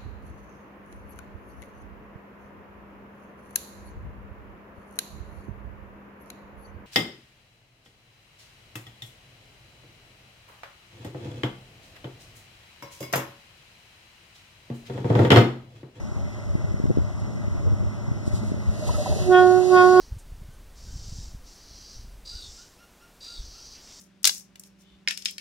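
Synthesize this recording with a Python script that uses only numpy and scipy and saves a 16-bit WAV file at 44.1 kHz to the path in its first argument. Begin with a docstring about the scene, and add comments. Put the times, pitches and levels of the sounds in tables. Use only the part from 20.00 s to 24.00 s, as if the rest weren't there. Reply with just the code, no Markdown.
"""An unseen animal hisses in long swells, by turns bright and narrow, on a quiet rocky hillside at night.
It forces air through its mouth and twice breaks into a fluttering throat rasp that sinks in pitch;
the rocks throw the sound back. Far off another animal yelps. Dry litter rustles and scuffs briefly,
and gusts rumble and thump on the microphone over a faint, steady hiss of night air."""
import sys
import numpy as np
from scipy import signal
from scipy.fft import rfft, irfft
from scipy.io import wavfile
from scipy.ndimage import uniform_filter1d

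SR = 44100
rng = np.random.default_rng(int(sys.argv[2]) if len(sys.argv) > 2 else 0)


def store_pcm(level_fs):
    """Save levels as 16-bit WAV."""
    pcm = np.round(np.clip(level_fs, -1, 1) * 32767).astype(np.int16)
    wavfile.write(sys.argv[1], SR, np.atleast_2d(pcm).T)


N = 176400
TIME = np.arange(N) / SR
FREQS = np.maximum(np.arange(N // 2 + 1) * SR / N, 1)

# Each row: start in seconds, length in seconds, end level in dB, swell in dB.
BRIGHT_HISSES = [(.75, 0.34, -49.5, 7.5), (1.1, .14, -50, -1), (1.44, 0.084, -56, 3), (2.43, .13, -50.5, 0),
                 (2.54, 0.083, -53, -4), (3.8, 0.27, -48.5, 5.5)]
NARROW_HISSES = [(-.1, 0.11, -53, -11), (1.43, .35, -50.5, 11.5), (1.76, .2, -50.5, 1.5),
                 (3.38, 0.36, -48.5, 3)]
# Hiss spectra. Each row: frequency in Hz, relative density in dB.
BRIGHT_COLOUR = [(1500, -44), (2700, -21), (3100, -14.5), (3400, -15), (3730, -8), (4000, -8.5),
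                 (4500, -4.5), (5100, -.5), (5280, -2), (5550, .5), (6250, -3), (6850, -8), (7350, -4.5),
                 (7900, -12), (8300, -11), (8650, -18.5), (11000, -32), (15000, -40)]
NARROW_COLOUR = [(1500, -34), (2700, -21.5), (3150, -13), (3550, -18.5), (4050, -6), (4500, -4),
                 (4760, 0.5), (5150, -5.5), (5700, -0.5), (6050, -2.5), (6450, -8.5), (7000, -18),
                 (7800, -17), (8500, -25.5), (15000, -50)]

def hisses(rows, colour):
    """Air forced through the mouth, slightly ragged."""
    swells = [from_db(db) * envelope(start, length, attack_s=.036, release_s=.069, swell_db=swell)
              for start, length, db, swell in rows]
    roughness = from_db(.96 * drift(rate_hz=70))
    return np.max(swells, axis=0) * rms_one(noise(colour) * roughness)


# Each row: start in seconds, length in seconds, level in dB, pitch ratio, seconds until the pitch sinks.
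RASPS = [(2.248, 0.2, -45, 1.007, .12), (3.203, 0.18, -46, .997, .125)]
# Each row: base frequency in Hz, width in Hz, relative level in dB, change while sinking in dB/s.
THROAT_RESONANCES = [(3700, 230, -15, 100), (3945, 110, -6.5, 22), (4460, 320, -11, -3),
                     (4745, 250, -1.5, -85), (5630, 310, -12.5, 0)]
# Breath spectrum. Each row: frequency in Hz, relative density in dB.
BREATH_COLOUR = [(1500, -30), (2500, -14), (2800, -7), (3200, -13), (4000, 2.5), (5200, -4), (6300, 1),
                 (7200, -4.5), (7750, -1.5), (8300, -6.5), (8750, -2.5), (9300, -15.5), (10200, -23),
                 (12000, -18), (15000, -26)]

def rasp(start, length, db, ratio, steady_s):
    """Rough, whistling throat resonances and breath, chopped by a flutter; the pitch sinks at the end."""
    flutter_hz, flutter_db, sag_per_s = 54, 3.5, .7
    flutter = np.cos(phase_of(flutter_hz * (1 + .073 * drift(rate_hz=28.5))))
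    sinking_s = np.clip(TIME - start - steady_s, 0, .11)
    pitch = ratio * (1 - sag_per_s * sinking_s) * (1 + .013 * flutter)
    voice = 0
    for hz, width_hz, tone_db, db_per_s in THROAT_RESONANCES:
        band = evened(drift(width_hz / 2) + 1j * drift(width_hz / 2), span_s=.014)
        tone = np.sqrt(2) * np.real(band * np.exp(1j * phase_of(hz * pitch)))
        voice += from_db(tone_db + db_per_s * sinking_s) * tone
    voice *= rms_one(from_db(flutter_db * flutter))
    breath = from_db(-9) * noise(BREATH_COLOUR) * (1 + .15 * flutter)
    effort = envelope(start, length, attack_s=.034, release_s=.027, swell_db=-1.5)
    return from_db(db) * effort * (voice + breath)


# Each row: start in seconds, length in seconds, target pitch in Hz, level in dB.
YELPS = [(.495, .05, 1584, -67), (.87, 0.053, 1580, -65.5), (2.31, .09, 1463, -60.5),
         (2.57, 0.052, 1463, -60.5), (2.78, 0.063, 1410, -61), (3.0, 0.052, 1427, -61),
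         (3.26, 0.066, 1416, -59), (3.535, 0.068, 1382, -62)]
# Gains of harmonics 1 to 4.
YELP_HARMONICS_DB = [0.5, -4.5, -13, -5]

def yelps():
    """A distant animal's short, hoarse notes scoop up to their pitch."""
    scoop_depth, scoop_s = .13, .01503
    out = 0
    for start, length, hz, db in YELPS:
        scoop = 1 - scoop_depth * np.exp(-np.maximum(TIME - start, 0) / scoop_s)
        wobble = 1 + .028 * drift(rate_hz=180)
        phase = phase_of(hz * scoop * wobble)
        note = sum(from_db(level) * np.sin(k * phase) for k, level in enumerate(YELP_HARMONICS_DB, 1))
        roughness = rms_one(from_db(.5 * drift(rate_hz=200)))
        out += from_db(db) * envelope(start, length, attack_s=.015, release_s=.011) * note * roughness
    return out


# Crisp rustles and soft scuffs. Each row: start in seconds, length in seconds, level in dB.
RUSTLES = [(.183, 0.016, -56), (.53, .02, -66.5), (1.54, .02, -64), (2.41, 0.0067, -58)]
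SCUFFS = [(3.23, .05, -61.5), (3.73, 0.087, -61), (3.87, 0.056, -60)]
# Their spectra. Each row: frequency in Hz, relative density in dB.
RUSTLE_COLOUR = [(2000, -23), (5300, -6), (6300, -2), (8700, 2), (11500, -4), (15000, -26)]
SCUFF_COLOUR = [(800, -16), (1900, -6), (2800, -1), (3800, -3.5), (7000, -19), (15000, -33)]

def dry_litter(rows, colour):
    """Brief, grainy brushes over dry ground."""
    touch = sum(from_db(db) * envelope(start, length, attack_s=.0025, release_s=.008)
                for start, length, db in rows)
    grain = from_db(2.5 * drift(rate_hz=400))
    return touch * rms_one(noise(colour) * grain)


# Each row: time in seconds, gust strength in dB.
GUSTS = [(0, -47), (.1, -51.5), (.14, -39), (.22, -51), (.27, -43), (.45, -44), (.6, -47), (.76, -49.5),
         (.93, -39), (1.03, -42.5), (1.12, -39.5), (1.37, -42), (1.44, -47.5), (1.6, -60), (1.72, -50.5),
         (1.91, -57), (1.97, -42.5), (2.15, -45.5), (2.29, -52.5), (2.35, -42.5), (2.42, -51), (2.5, -47.5),
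         (2.68, -65), (3.32, -62.5), (3.4, -44.5), (3.49, -46.5), (3.6, -62), (3.68, -55.5), (4, -65.5)]
# Wind spectra. Each row: frequency in Hz, relative density in dB.
RUMBLE_COLOUR = [(12, -9), (25, -1.5), (36, 2), (60, -5.5), (90, -14), (130, -23.5), (200, -40), (400, -59),
                 (4000, -110)]
BUFFET_COLOUR = [(30, -19), (70, -0.5), (120, -2), (170, -10), (250, -14), (400, -32), (900, -58),
                 (4000, -100)]

def wind():
    """Gusts rumble on the microphone; strong ones add higher buffeting."""
    strong_gust_db, buffet_growth = -40, 2.36
    gust_db = np.interp(TIME, *np.transpose(GUSTS))
    rumble = from_db(gust_db + .5) * evened(noise(RUMBLE_COLOUR), span_s=.055)
    buffet_db = -48.5 + buffet_growth * (gust_db - strong_gust_db)
    buffet = from_db(buffet_db) * evened(noise(BUFFET_COLOUR), span_s=.0466)
    flicker = rms_one(from_db(3.9 * drift(rate_hz=20)))
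    return rumble + buffet * flicker


# Each row: centre in seconds, peak in dB, half width in seconds.
EDDIES = [(0.126, -25, .003), (0.17, -30.5, 0.0024), (.325, -36, 0.0028), (.42, -36, 0.0018),
          (0.491, -36.5, 0.0019), (0.962, -31, 0.0024), (1.085, -34.5, 0.0017), (1.127, -31.5, 0.0018),
          (1.188, -31.5, 0.0018), (1.35, -34, .0018), (2.356, -33.5, 0.0058), (3.402, -31, 0.0049)]

def eddy_thumps():
    """Each eddy is one push and pull of pressure on the microphone."""
    out = 0
    for centre, db, half_width in EDDIES:
        offset = (TIME - centre) / half_width
        out -= from_db(db) * offset * np.exp(.5 * (1 - offset ** 2))
    return out


# Each row: delay in seconds, gain in dB.
ECHOES = [(.0068, -11), (0.0145, -11), (0.0234, -9)]

def rock_echoes(x):
    """Reflections off the nearest rocks."""
    return sum(from_db(db) * np.interp(TIME - delay, TIME, x, left=0) for delay, db in ECHOES)


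def hillside(x, t60_s=.47):
    """Diffuse scatter from the slope."""
    tail = rng.standard_normal(N) * from_db(-60 * TIME / t60_s)
    return signal.fftconvolve(x, tail / np.sqrt(np.sum(tail ** 2)))[:N]


# Background spectrum. Each row: frequency in Hz, relative density in dB.
AIR_COLOUR = [(25, -2.5), (100, -2), (200, -1), (400, -4.5), (800, -8.5), (1400, -11.5), (2300, -14.5),
              (4500, -16.5), (6000, -17.5), (9000, -19.5), (15500, -23.5)]

def night_air():
    """Steady night air and microphone hiss."""
    return from_db(-57) * noise(AIR_COLOUR)


def from_db(db):
    """Decibels to gain."""
    return 10 ** (np.asarray(db) / 20)


def rms_one(x):
    """Scale to rms 1."""
    return x / np.sqrt(np.mean(x ** 2) + 1e-20)


def phase_of(hz):
    """Running phase in radians."""
    return 2 * np.pi * np.cumsum(hz) / SR


def noise(colour):
    """Noise with the given spectrum; rms 1."""
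    hz, db = np.transpose(colour)
    gain = from_db(np.interp(np.log(FREQS), np.log(hz), db))
    return rms_one(irfft(rfft(rng.standard_normal(N)) * gain, N))


def drift(rate_hz):
    """Random wander, rolled off above the rate; rms 1."""
    return rms_one(irfft(rfft(rng.standard_normal(N)) / (1 + (FREQS / rate_hz) ** 4) ** .5, N))


def evened(x, span_s):
    """Hold a noise near rms 1 over the span."""
    power = uniform_filter1d(np.abs(x) ** 2, max(int(span_s * SR), 2))
    return x / np.sqrt(power + 1e-9)


def envelope(start, length, attack_s, release_s, swell_db=0):
    """Attack, a hold that ramps by swell_db to gain 1, exponential release."""
    t = TIME - start
    attack = np.clip(t / attack_s, 0, 1) ** .5
    swell = from_db(swell_db * (np.clip(t / length, 0, 1) - 1))
    return attack * swell * np.exp(-np.maximum(t - length, 0) / release_s)


def scene():
    """One microphone hears animals, ground, echoes and wind; both channels are alike."""
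    calls = hisses(BRIGHT_HISSES, BRIGHT_COLOUR) + hisses(NARROW_HISSES, NARROW_COLOUR)
    calls += sum(rasp(*row) for row in RASPS)
    near = calls + dry_litter(RUSTLES, RUSTLE_COLOUR) + dry_litter(SCUFFS, SCUFF_COLOUR)
    far = yelps()
    scatter = hillside(from_db(-14) * near + from_db(-2.5) * far)
    heard = near + rock_echoes(near) + far + scatter + wind() + eddy_thumps() + night_air()
    return np.array([heard, heard])


def record(dry):
    """Steep elliptic low-pass."""
    cutoff_hz = 15750
    return signal.sosfilt(signal.ellip(12, .1, 70, cutoff_hz, fs=SR, output="sos"), dry)


dry = scene()
out = record(dry)
store_pcm(out)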